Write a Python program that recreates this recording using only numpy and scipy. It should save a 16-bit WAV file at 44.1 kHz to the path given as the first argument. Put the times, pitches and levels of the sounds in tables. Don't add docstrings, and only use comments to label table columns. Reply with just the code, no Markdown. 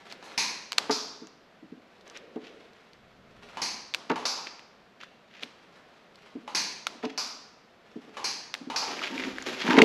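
import sys
import numpy as np
from scipy import signal
from scipy.fft import rfft, irfft
from scipy.io import wavfile
from scipy.ndimage import map_coordinates

SR = 44100
rng = np.random.default_rng(int(sys.argv[2]) if len(sys.argv) > 2 else 0)


def master(y):
    cut = np.clip(np.atleast_2d(y).T, -1, 1)
    pcm = np.round(cut * 32767)
    wavfile.write(sys.argv[1], SR, pcm.astype(np.int16))


N = 433944
T = np.arange(SR) / SR
CLOCK = np.arange(N) / SR


def amp(db):
    return 10 ** (np.asarray(db) / 20)


def unit(x):
    return x / np.sqrt(np.mean(x ** 2) + 1e-20)


def along(points, hz):
    f, v = np.transpose(points)
    return np.interp(np.log(hz + 1), np.log(f + 1), v)


def colour(x, points):
    size = 4096
    cepstrum = irfft(np.log(amp(along(points, np.fft.rfftfreq(size, 1 / SR)))))
    cepstrum[1:size // 2] *= 2
    cepstrum[size // 2 + 1:] = 0
    response = irfft(np.exp(rfft(cepstrum)))
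    return signal.fftconvolve(x, response / np.linalg.norm(response))[:len(x)]


def butter(x, order, hz, kind="low"):
    return signal.sosfilt(signal.butter(order, hz, kind, fs=SR, output="sos"), x)


def fade(t60):
    return 1000 ** (-T / t60)


def burst(t60):
    return rng.standard_normal(SR) * fade(t60)


def ring(modes, scatter_db, sign=-1):
    total = np.zeros(SR)
    for k, (hz, db, t60) in enumerate(modes):
        strength = sign ** k * amp(db + scatter_db * rng.normal())
        total += strength * fade(t60) * np.sin(2 * np.pi * hz * T)
    return total


def add(track, s, sound):
    part = track[round(s * SR):][:len(sound)]
    part += sound[:len(part)]


def wobble(rate):
    knots = rng.standard_normal(int(N * rate / SR) + 4)
    return map_coordinates(knots, [np.arange(N) * rate / SR])


def swell(s, half):
    return np.exp(-.5 * ((CLOCK - s) / half) ** 2)


def swells(rows):
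    return sum(amp(db) * swell(s, half) for s, db, half in rows)


# f/Hz, t60/s
ECHO_TIMES = [(200, 1), (530, 0.9), (1400, 0.9), (4500, 0.71), (7000, 0.63), (12000, 0.46)]


def tail():
    hz, t, z = signal.stft(rng.standard_normal(SR), SR, nperseg=256)
    dying = z * 1000 ** (-t / along(ECHO_TIMES, hz)[:, None])
    return signal.istft(dying, SR, nperseg=256)[1][:SR]


def in_room(x, wet_db):
    echo = tail() * (1 - fade(0.013))
    return x + amp(wet_db) * signal.fftconvolve(x, echo / np.linalg.norm(echo))[:len(x)]


# f/Hz, level/dB
AIR_COLOUR = [(15, -38.5), (25, -17), (96, -14), (202, -1.5), (243, -4), (292, -7.5), (391, -5), (458, -5),
              (717, -5), (840, -10.5), (1010, -10), (1430, -10), (4330, -20.5), (8600, -38.5),
              (13800, -63.5)]
AIR_DB = -58.5


def air():
    return amp(AIR_DB) * colour(rng.standard_normal(N), AIR_COLOUR)


# middle t/s, level/dB, half-length t/s
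ARM_SHIFTS = [(3.38, -60, 0.26), (9.35, -54.5, 0.11), (9.83, -66, 0.042)]
SWAY_REST_DB = -75.5


def sway():
    shape = [(20, -5.5), (60, -3.0), (120, -2.5), (200, 1.0), (500, -29), (2000, -75)]
    rumble = colour(rng.standard_normal(N), shape)
    return (amp(SWAY_REST_DB) + swells(ARM_SHIFTS)) * unit(rumble * amp(1.67 * wobble(12.0)))


def crinkle(rate, clump_hz, clump_db, rub):
    slips = (rng.random(N) < rate / SR) * rng.standard_normal(N)
    friction = unit(slips) + rub * rng.standard_normal(N)
    return unit(friction * amp(clump_db * np.tanh(wobble(clump_hz))))


# middle t/s, level/dB before the common gain, half-length t/s
GLOVE_CREEPS = [(.09, -63, .08), (.28, -50.5, 0.19), (2.09, -56, 0.042), (2.42, -57.5, 0.36),
                (3.44, -52.5, 0.15), (5.75, -60.5, 0.14), (6.38, -57, 0.26), (8.1, -56, 0.19)]


def shifts(gain_db, glove_db):
    foil = crinkle(rate=1800, clump_hz=57.05, clump_db=12.5, rub=0.44)
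    foil = colour(foil, [(80, -19.5), (400, -1.5), (1000, 0.0), (2500, -3.5), (5000, -12.0),
                         (8000, -24.5), (11500, -30.5), (15000, -53)])
    glove = colour(rng.standard_normal(N), [(40, -10.5), (90, -35.5), (220, -5.0), (480, 1.5),
                                            (900, -31.0), (3000, -44.5)])
    creep = swells(GLOVE_CREEPS) * (foil + amp(glove_db) * glove)
    return in_room(amp(gain_db) * creep, wet_db=1.5)


# middle t/s, level/dB, half-length t/s, f/Hz at the middle,
# glide [Hz per s], reach of the band to each side f/Hz
RUB_BANDS = [(0.282, -57.5, .035, 4230, -4, 45), (2.21, -55, 0.12, 471.6, -0.5, 130),
             (2.497, -55.5, 0.14, 456.6, -100, 130), (8.863, -39.5, 0.051, 804, -300, 55.3),
             (9.716, -30, 0.011, 1594, -2000, 160), (9.757, -27, 0.054, 910, 0, 70)]


def hollow():
    out = np.zeros(N)
    for s, db, half, hz, glide, reach_hz in RUB_BANDS:
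        phase = 2 * np.pi * np.cumsum(hz + glide * (CLOCK - s)) / SR
        a, b = butter(rng.standard_normal((2, N)), 2, reach_hz)
        out += amp(db) * swell(s, half) * unit(a * np.cos(phase) + b * np.sin(phase))
    return out


# middle t/s, level/dB, half-length t/s, f/Hz of the patch
FOIL_SLIDES = [(0.111, -48, 0.0096, 5100), (0.835, -54, 0.025, 2400), (2.163, -47, 0.012, 2460),
               (2.468, -51.5, 0.034, 3000), (2.607, -60, 0.0085, 2492), (4.101, -29, 0.003, 2000),
               (4.118, -33, 0.003, 2600), (4.473, -36.5, 0.0045, 2900), (5.011, -47.5, 0.0066, 2670),
               (5.035, -49, 0.0098, 2960), (5.382, -51.5, 0.047, 2600), (5.425, -51, .008, 5500),
               (5.432, -45, 0.004, 2400), (7.052, -35.5, 0.0054, 3800), (7.033, -35.5, 0.0036, 1900),
               (7.102, -38, 0.0041, 2800), (9.036, -33.5, 0.014, 2450), (9.07, -34.5, .008, 2320),
               (9.207, -39, 0.019, 2360), (9.247, -36, 0.0081, 2200), (9.619, -31, 0.015, 3030),
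               (9.681, -28, 0.012, 1710), (9.707, -27, 0.0025, 1600), (9.722, -25.5, 0.015, 1510),
               (9.766, -26.5, 0.006, 1980), (9.789, -17, 0.0032, 2130)]
# f/Hz, level/dB
FOIL_COLOUR = [(50, -41.5), (150, -10.5), (400, 0.5), (900, -7.5), (1500, -5), (2400, -5), (3500, -8),
               (5000, -12.5), (7000, -19), (8500, -33.5), (11500, -28.5), (15000, -64)]


def scuffs(width, ring_db):
    grain = colour(crinkle(rate=2200, clump_hz=220, clump_db=5, rub=0.6), FOIL_COLOUR)
    out = np.zeros(N)
    for s, db, half, hz in FOIL_SLIDES:
        patch = signal.lfilter(*signal.iirpeak(hz, 1 / width, fs=SR), grain)
        out += amp(db) * swell(s, half) * unit(grain + amp(ring_db) * patch)
    return in_room(out, wet_db=-9.0)


GRAB_ATTACK_S, FOIL_RELEASE_S, PIPE_RELEASE_S = 0.011, 0.13, 0.017


def grip(s, hold, release):
    t = CLOCK - s
    return np.clip(t / GRAB_ATTACK_S, 0, 1) * np.exp(-np.maximum(t - hold, 0) / release)


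# start t/s, hold t/s, foil level/dB, pipe level/dB (before common gains)
HAND_GRABS = [(8.867, 0.15, -36.5, -40.5), (9.1, 0.19, -40, -30), (9.396, 0.026, -46, -46),
              (9.457, 0.028, -31, -37), (9.639, 0.06, -34.5, -22.5), (9.69, 0.074, -48, -19),
              (9.767, 0.023, -63, -10)]
# f/Hz, level/dB, t60/s before any damping by the grip
PIPE_MODES = [(193, -12, .15), (250, -2.5, .15), (276, -4, .17), (314, -3.5, .16), (368, -7, .1),
              (434, 2, .15), (505, -10, .08), (590, -7, .1), (655, -7, .08), (730, -9, .09),
              (795, -12, .08), (916, 0, .11), (1008, -7, .1), (1168, -7, .08), (1270, -10, .07),
              (1422, -6, .11), (1850, 0, .07), (2029, -3, .06), (2220, 0, .05), (2374, 5, .07),
              (2850, 3, .06)]
PIPE_SCATTER_DB = 2.5


def turning(foil_db, pipe_db):
    crush = sum(amp(db + foil_db) * grip(s, hold, FOIL_RELEASE_S) for s, hold, db, _ in HAND_GRABS)
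    pull = sum(amp(db + pipe_db) * grip(s, hold, PIPE_RELEASE_S) for s, hold, _, db in HAND_GRABS)
    foil = colour(crinkle(rate=1800, clump_hz=70, clump_db=3, rub=0.85), FOIL_COLOUR)
    drag = signal.fftconvolve(rng.standard_normal(N), ring(PIPE_MODES, PIPE_SCATTER_DB))[:N]
    drag = unit(colour(drag, [(30, -10), (100, -5.0), (190, 10.5), (250, 7.5), (330, 5.5),
                              (450, -5.5), (900, -8.5), (1500, -23), (4000, -70)]))
    return in_room(crush * foil + pull * drag, wet_db=-7.0)


# t/s, level/dB, cut-off f/Hz (low through a padded glove, high on bare metal)
PIPE_KNOCKS = [(0.895, -13, 1170), (0.909, -27, 920), (1.217, -34, 323), (1.625, -40, 289),
               (1.719, -32.5, 290), (1.771, -46, 300), (2.359, -24.5, 580), (4.0997, -13.5, 1160),
               (4.115, -22.5, 800), (5.433, -41, 324), (6.352, -28.5, 322), (6.952, -43.5, 290),
               (7.034, -21, 810), (7.047, -24, 610), (7.957, -29, 330), (8.077, -40, 600), (8.61, -34, 293),
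               (8.669, -29.5, 303), (9.469, -28, 700), (9.516, -37, 290), (9.654, -29, 260),
               (9.686, -15, 273), (9.738, -19, 700), (9.7748, -5.5, 960), (9.7854, -13, 1310),
               (9.789, -6, 560), (9.8189, -5, 560)]
# f/Hz, level/dB
PIPE_RADIATION = [(40, -46), (100, -26), (170, -5), (260, 0), (330, 1), (440, 0), (560, -3), (900, 0),
                  (2000, 3), (6000, -4)]
THUD_DB = 10
KNOCK_RISE_S = .02
GRIP_T60 = .26


def knocks(thud_t60, scuff_db, scuff_t60, wet_db):
    out = np.zeros(N)
    for s, db, hz in PIPE_KNOCKS:
        body = ring(PIPE_MODES, PIPE_SCATTER_DB, sign=0.91) + amp(THUD_DB) * burst(thud_t60)
        body *= (1 - fade(KNOCK_RISE_S)) * fade(GRIP_T60)
        body = colour(butter(body, 3, hz), PIPE_RADIATION)
        scuff = amp(scuff_db) * hz / 1000 * colour(burst(scuff_t60), FOIL_COLOUR)
        add(out, s, amp(db) * in_room(body / np.abs(body).max() + scuff, wet_db))
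    return out


# t/s, level/dB
SWITCH_TAPS = [(0.226, -33.5), (3.5707, -23.5), (4.158, -21), (4.374, -30.5), (6.477, -26.5), (8.1692, -23),
               (8.7, -20.5), (8.826, -21.5)]
# f/Hz, level/dB
TAP_COLOUR = [(35, -29), (100, -26.5), (230, -12), (620, -8.5), (790, -3), (940, -2), (1200, -5),
              (1500, -16), (3000, -14), (3400, -17.5), (4400, -18), (5400, -22.5), (6400, -23), (8500, -36),
              (10300, -33.5), (12500, -46), (15000, -70)]
# f/Hz, level/dB, t60/s
STEEL_MODES = [(795, -9, .6), (916, -5, .55), (1008, -5, .55), (1164, -10, .5), (1415, -11, .5),
               (2340, -10, .5), (2460, -6, .5), (4226, -4, .55), (4270, -4, .55), (4463, -2, .5),
               (4640, 0, .6), (4872, -1.5, .55), (4947, -2, .5), (5089, -4, .5), (5426, -7, .45),
               (5647, -8, .5), (5868, -9, .45), (6476, -11, .45), (7900, -18, .4), (10280, -17, .35),
               (11400, -23, .3)]
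# f/Hz, level/dB, t60/s
TREADLE_MODES = [(905, 0, .14), (1010, -4, .16), (1170, -9, .12), (1430, -15, .12), (1690, -10, .12),
                 (2030, -15, .1), (2374, -11, .09), (2965, -9, .12), (3790, -14, .12), (4230, -21, .2),
                 (5350, -22, .05)]


def taps(direct_db, direct_t60, room_db, steel_db, treadle_db):
    out = np.zeros(N)
    for s, db in SWITCH_TAPS:
        blow = amp(direct_db) * burst(direct_t60) + amp(room_db) * tail()
        steel = amp(steel_db) * ring(STEEL_MODES, scatter_db=3.5)
        add(out, s, amp(db) * colour(blow + steel, TAP_COLOUR))
        add(out, s, amp(db + treadle_db) * ring(TREADLE_MODES, scatter_db=2.0))
    return out


# t/s, level/dB, housing level/dB, spring level/dB, top level/dB
DOWN_BLOWS = [(0.239, -45, 9, -14, 12), (0.377, -14, 4, -2.5, 1.5), (3.6172, -18, -0.5, 2, 0.5),
              (6.5485, -15, 1, -1.5, 1), (8.2428, -18, -1.5, 2.5, 0)]
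# t/s, level/dB, housing level/dB, spring level/dB, top level/dB
UP_BLOWS = [(0.9088, -18.5, -2.5, 0.5, 0.5), (4.2537, -17.5, 3, 2, 2), (7.1766, -20.5, 5, 2.5, 3.5),
            (8.7606, -18.5, 5, 1, 1)]
# f/Hz, level/dB
DOWN_COLOUR = [(35, -48), (100, -21), (220, -5), (620, -13.5), (950, -4.5), (1200, -10.5), (1380, -14),
               (1500, -9), (1650, -5), (2000, -5), (2400, -2), (2800, -5.5), (3200, -8.5), (3500, -7.5),
               (3750, -5), (4200, 4), (4750, 2.5), (5500, 1), (6400, 0), (7350, -15.5), (8000, -13.5),
               (8900, -18.5), (10300, -16), (12500, -26), (15000, -61)]
# f/Hz, level/dB
UP_COLOUR = [(35, -60), (100, -45), (200, -30), (620, -5.5), (800, -4), (1300, -1), (1800, -11.5),
             (2500, -7), (3200, -8.5), (3600, -1), (4300, 0.5), (4750, 6), (6000, 1.5), (7300, -11),
             (8700, -22), (11500, -20), (15000, -50)]
STEEL_DB = -21.5


def clacks(rows, spectrum, direct_db, direct_t60, room_db, treadle_db, direct_low_db):
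    out = np.zeros(N)
    for s, db, housing_db, spring_db, top_db in rows:
        stress = [(700, 0), (1000, housing_db), (1500, 0.0015), (2400, housing_db), (3200, 0),
                  (3750, -spring_db), (4750, spring_db), (5500, 0.0014), (8000, top_db)]
        tone = [(hz, level + along(stress, hz)) for hz, level in spectrum]
        direct = colour(burst(direct_t60), [(2000, direct_low_db), (5000, 0.01)])
        blow = colour(amp(direct_db) * direct + amp(room_db) * tail(), tone)
        steel = amp(STEEL_DB) * ring(STEEL_MODES, scatter_db=2.0)
        treadle = amp(treadle_db) * ring(TREADLE_MODES, scatter_db=5.0)
        add(out, s, amp(db) * (blow + steel + treadle))
    return out


# multiple of its pitch, level/dB
CRACK_COLOUR = [(.02, -49), (.1, -24), (.28, -8), (.41, -6.5), (.53, -9), (.72, 0.5), (.92, -2), (1.22, 2),
                (1.52, -9), (2, -10.5), (2.5, -28.5), (3.3, -24.5), (4.5, -45)]


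def crack(hz, fizz_db, fizz_t60):
    click = T == 0
    pulse = colour(click + amp(fizz_db) * burst(fizz_t60), [(k * hz, db) for k, db in CRACK_COLOUR])
    return pulse / np.abs(pulse).max()


def flex(hz, t60):
    bend = np.sin(2 * np.pi * hz * T) * fade(t60) * (1 - fade(0.00055))
    return bend / np.abs(bend).max()


# t/s, level/dB, f/Hz
WELD_SNAPS = [(0.7207, -13, 3750), (0.73, -17.5, 3780), (0.7803, -17, 3340), (0.7829, -0.5, 3580),
              (3.939, -15.5, 3250), (3.9468, -9, 3560), (6.8687, -8.5, 3400), (8.5408, -12, 2980),
              (8.55, -22.5, 2130)]
# t/s, level/dB, f/Hz, t60/s
FOIL_BUCKLES = [(4.594, -32.5, 2180, 0.0039), (5.0338, -29, 1400, 0.0064), (5.4336, -17, 3170, 0.0022),
                (6.8691, -23.5, 1360, 0.017), (8.992, -23.5, 2320, 0.012), (9.018, -26, 1300, 0.013),
                (9.039, -21, 2400, 0.012), (9.074, -25, 2520, 0.0087), (9.179, -21, 2350, 0.0099),
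                (9.202, -23, 2130, 0.0081), (9.2378, -23, 2180, 0.0061), (9.384, -20, 1720, 0.0075),
                (9.415, -32, 1970, 0.0098), (9.679, -18, 1690, .014), (9.705, -18, 1400, 0.012),
                (9.7745, -16, 2060, 0.017), (9.786, -9, 2000, 0.015), (9.8178, 0.5, 2130, 0.013),
                (9.82, -3, 2700, 0.0073)]
# t/s, level/dB, f/Hz
TIP_TICKS = [(0.1241, -28.5, 4600), (1.082, -37, 3000), (1.271, -40.5, 6500), (2.01, -44.5, 4060),
             (2.078, -42, 6200), (2.099, -39.5, 6060), (2.173, -34.5, 5840), (2.733, -48, 4270),
             (2.933, -45, 4270), (6.157, -42.5, 4270), (9.424, -29.5, 6700)]
# f/Hz, level/dB, t60/s
SHEET_MODES = [(700, -11, 0.017), (1060, -14, 0.0098), (1440, -3.5, 0.0096), (2320, 6.5, 0.015),
               (3600, -10, .007), (4615, 8.5, 0.008), (6500, -20.5, .005)]
# f/Hz, level/dB
SPIT_COLOUR = [(35, -41), (120, -42), (500, -3.5), (1200, 2), (2500, -2), (4500, 1), (7000, -10),
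               (11000, -21), (15000, -27)]
WELD_SPIT_DB, BUCKLE_SPIT_DB, TICK_SPIT_DB = -17.5, -17, -7
TICK_T60, TICK_SHEET_DB = 0.0037, -26


def snaps(spit_t60, rattle_db, rattle_t60, sheet_db, weld_sheet_db, room_db):
    kicks = []
    for s, db, hz in WELD_SNAPS:
        kicks.append((s, db, hz, crack(hz, fizz_db=-19.5, fizz_t60=.006), WELD_SPIT_DB, weld_sheet_db))
    for s, db, hz, t60 in FOIL_BUCKLES:
        kicks.append((s, db, hz, flex(hz, t60), BUCKLE_SPIT_DB, sheet_db))
    for s, db, hz in TIP_TICKS:
        kicks.append((s, db, hz, flex(hz, TICK_T60), TICK_SPIT_DB, TICK_SHEET_DB))
    room_colour = [(35, -49.5), (100, -11.5), (300, 3.0), (1000, 2.0), (1800, -4.5), (4800, -3.0),
                   (7500, -15.5), (11000, -23.5), (15000, -46.5)]
    out = np.zeros(N)
    for s, db, hz, kick, spit_db, ring_db in kicks:
        sheet = amp(ring_db) * butter(ring(SHEET_MODES, scatter_db=2.5), 1, min(hz, SR / 4))
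        near = butter(kick + sheet, 2, 400, "high")
        noise = burst(spit_t60) + amp(rattle_db) * burst(rattle_t60)
        spit = amp(spit_db) * colour(noise, SPIT_COLOUR)
        room = colour(tail() * (1 - fade(0.095)), room_colour)
        add(out, s, amp(db) * (near + spit + amp(room_db) * room))
    return out


def scene():
    background = air() + sway()
    hands = shifts(gain_db=-5.5, glove_db=-10.0) + hollow() + scuffs(width=1.0, ring_db=9)
    hands += turning(foil_db=-5.0, pipe_db=-9.0)
    hands += knocks(thud_t60=0.14, scuff_db=-21.5, scuff_t60=0.029, wet_db=-13.5)
    switch = taps(direct_db=-11.0, direct_t60=0.026, room_db=-15.5, steel_db=-41, treadle_db=-12)
    switch += clacks(DOWN_BLOWS, DOWN_COLOUR, direct_db=-13.5, direct_t60=0.051,
                     room_db=-11.0, treadle_db=-18, direct_low_db=26)
    switch += clacks(UP_BLOWS, UP_COLOUR, direct_db=-8.5, direct_t60=0.042,
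                     room_db=-10.0, treadle_db=-16.5, direct_low_db=13)
    welding = snaps(spit_t60=0.015, rattle_db=-10.5, rattle_t60=0.065, sheet_db=-17.5,
                    weld_sheet_db=-30, room_db=-36.5)
    return np.tile(background + hands + switch + welding, (2, 1))


# f/Hz, level/dB
NOISE_COLOUR = [(30, 0), (120, -22), (4000, -6.5), (8000, -9.5), (12000, 1.5), (14000, -9)]
NOISE_DB = -84.5
TOP_HZ = 14000


def record(dry):
    x = signal.lfilter(*signal.iirnotch(9080, 13, fs=SR), dry)
    x = x - 0.29 * butter(x, 1, 110)
    x = x + amp(NOISE_DB) * np.array([colour(noise, NOISE_COLOUR) for noise in rng.standard_normal((2, N))])
    x = x / (1 + np.abs(x) ** 8) ** (1 / 8)
    return butter(x, 24, TOP_HZ)


dry = scene()
out = record(dry)
master(out)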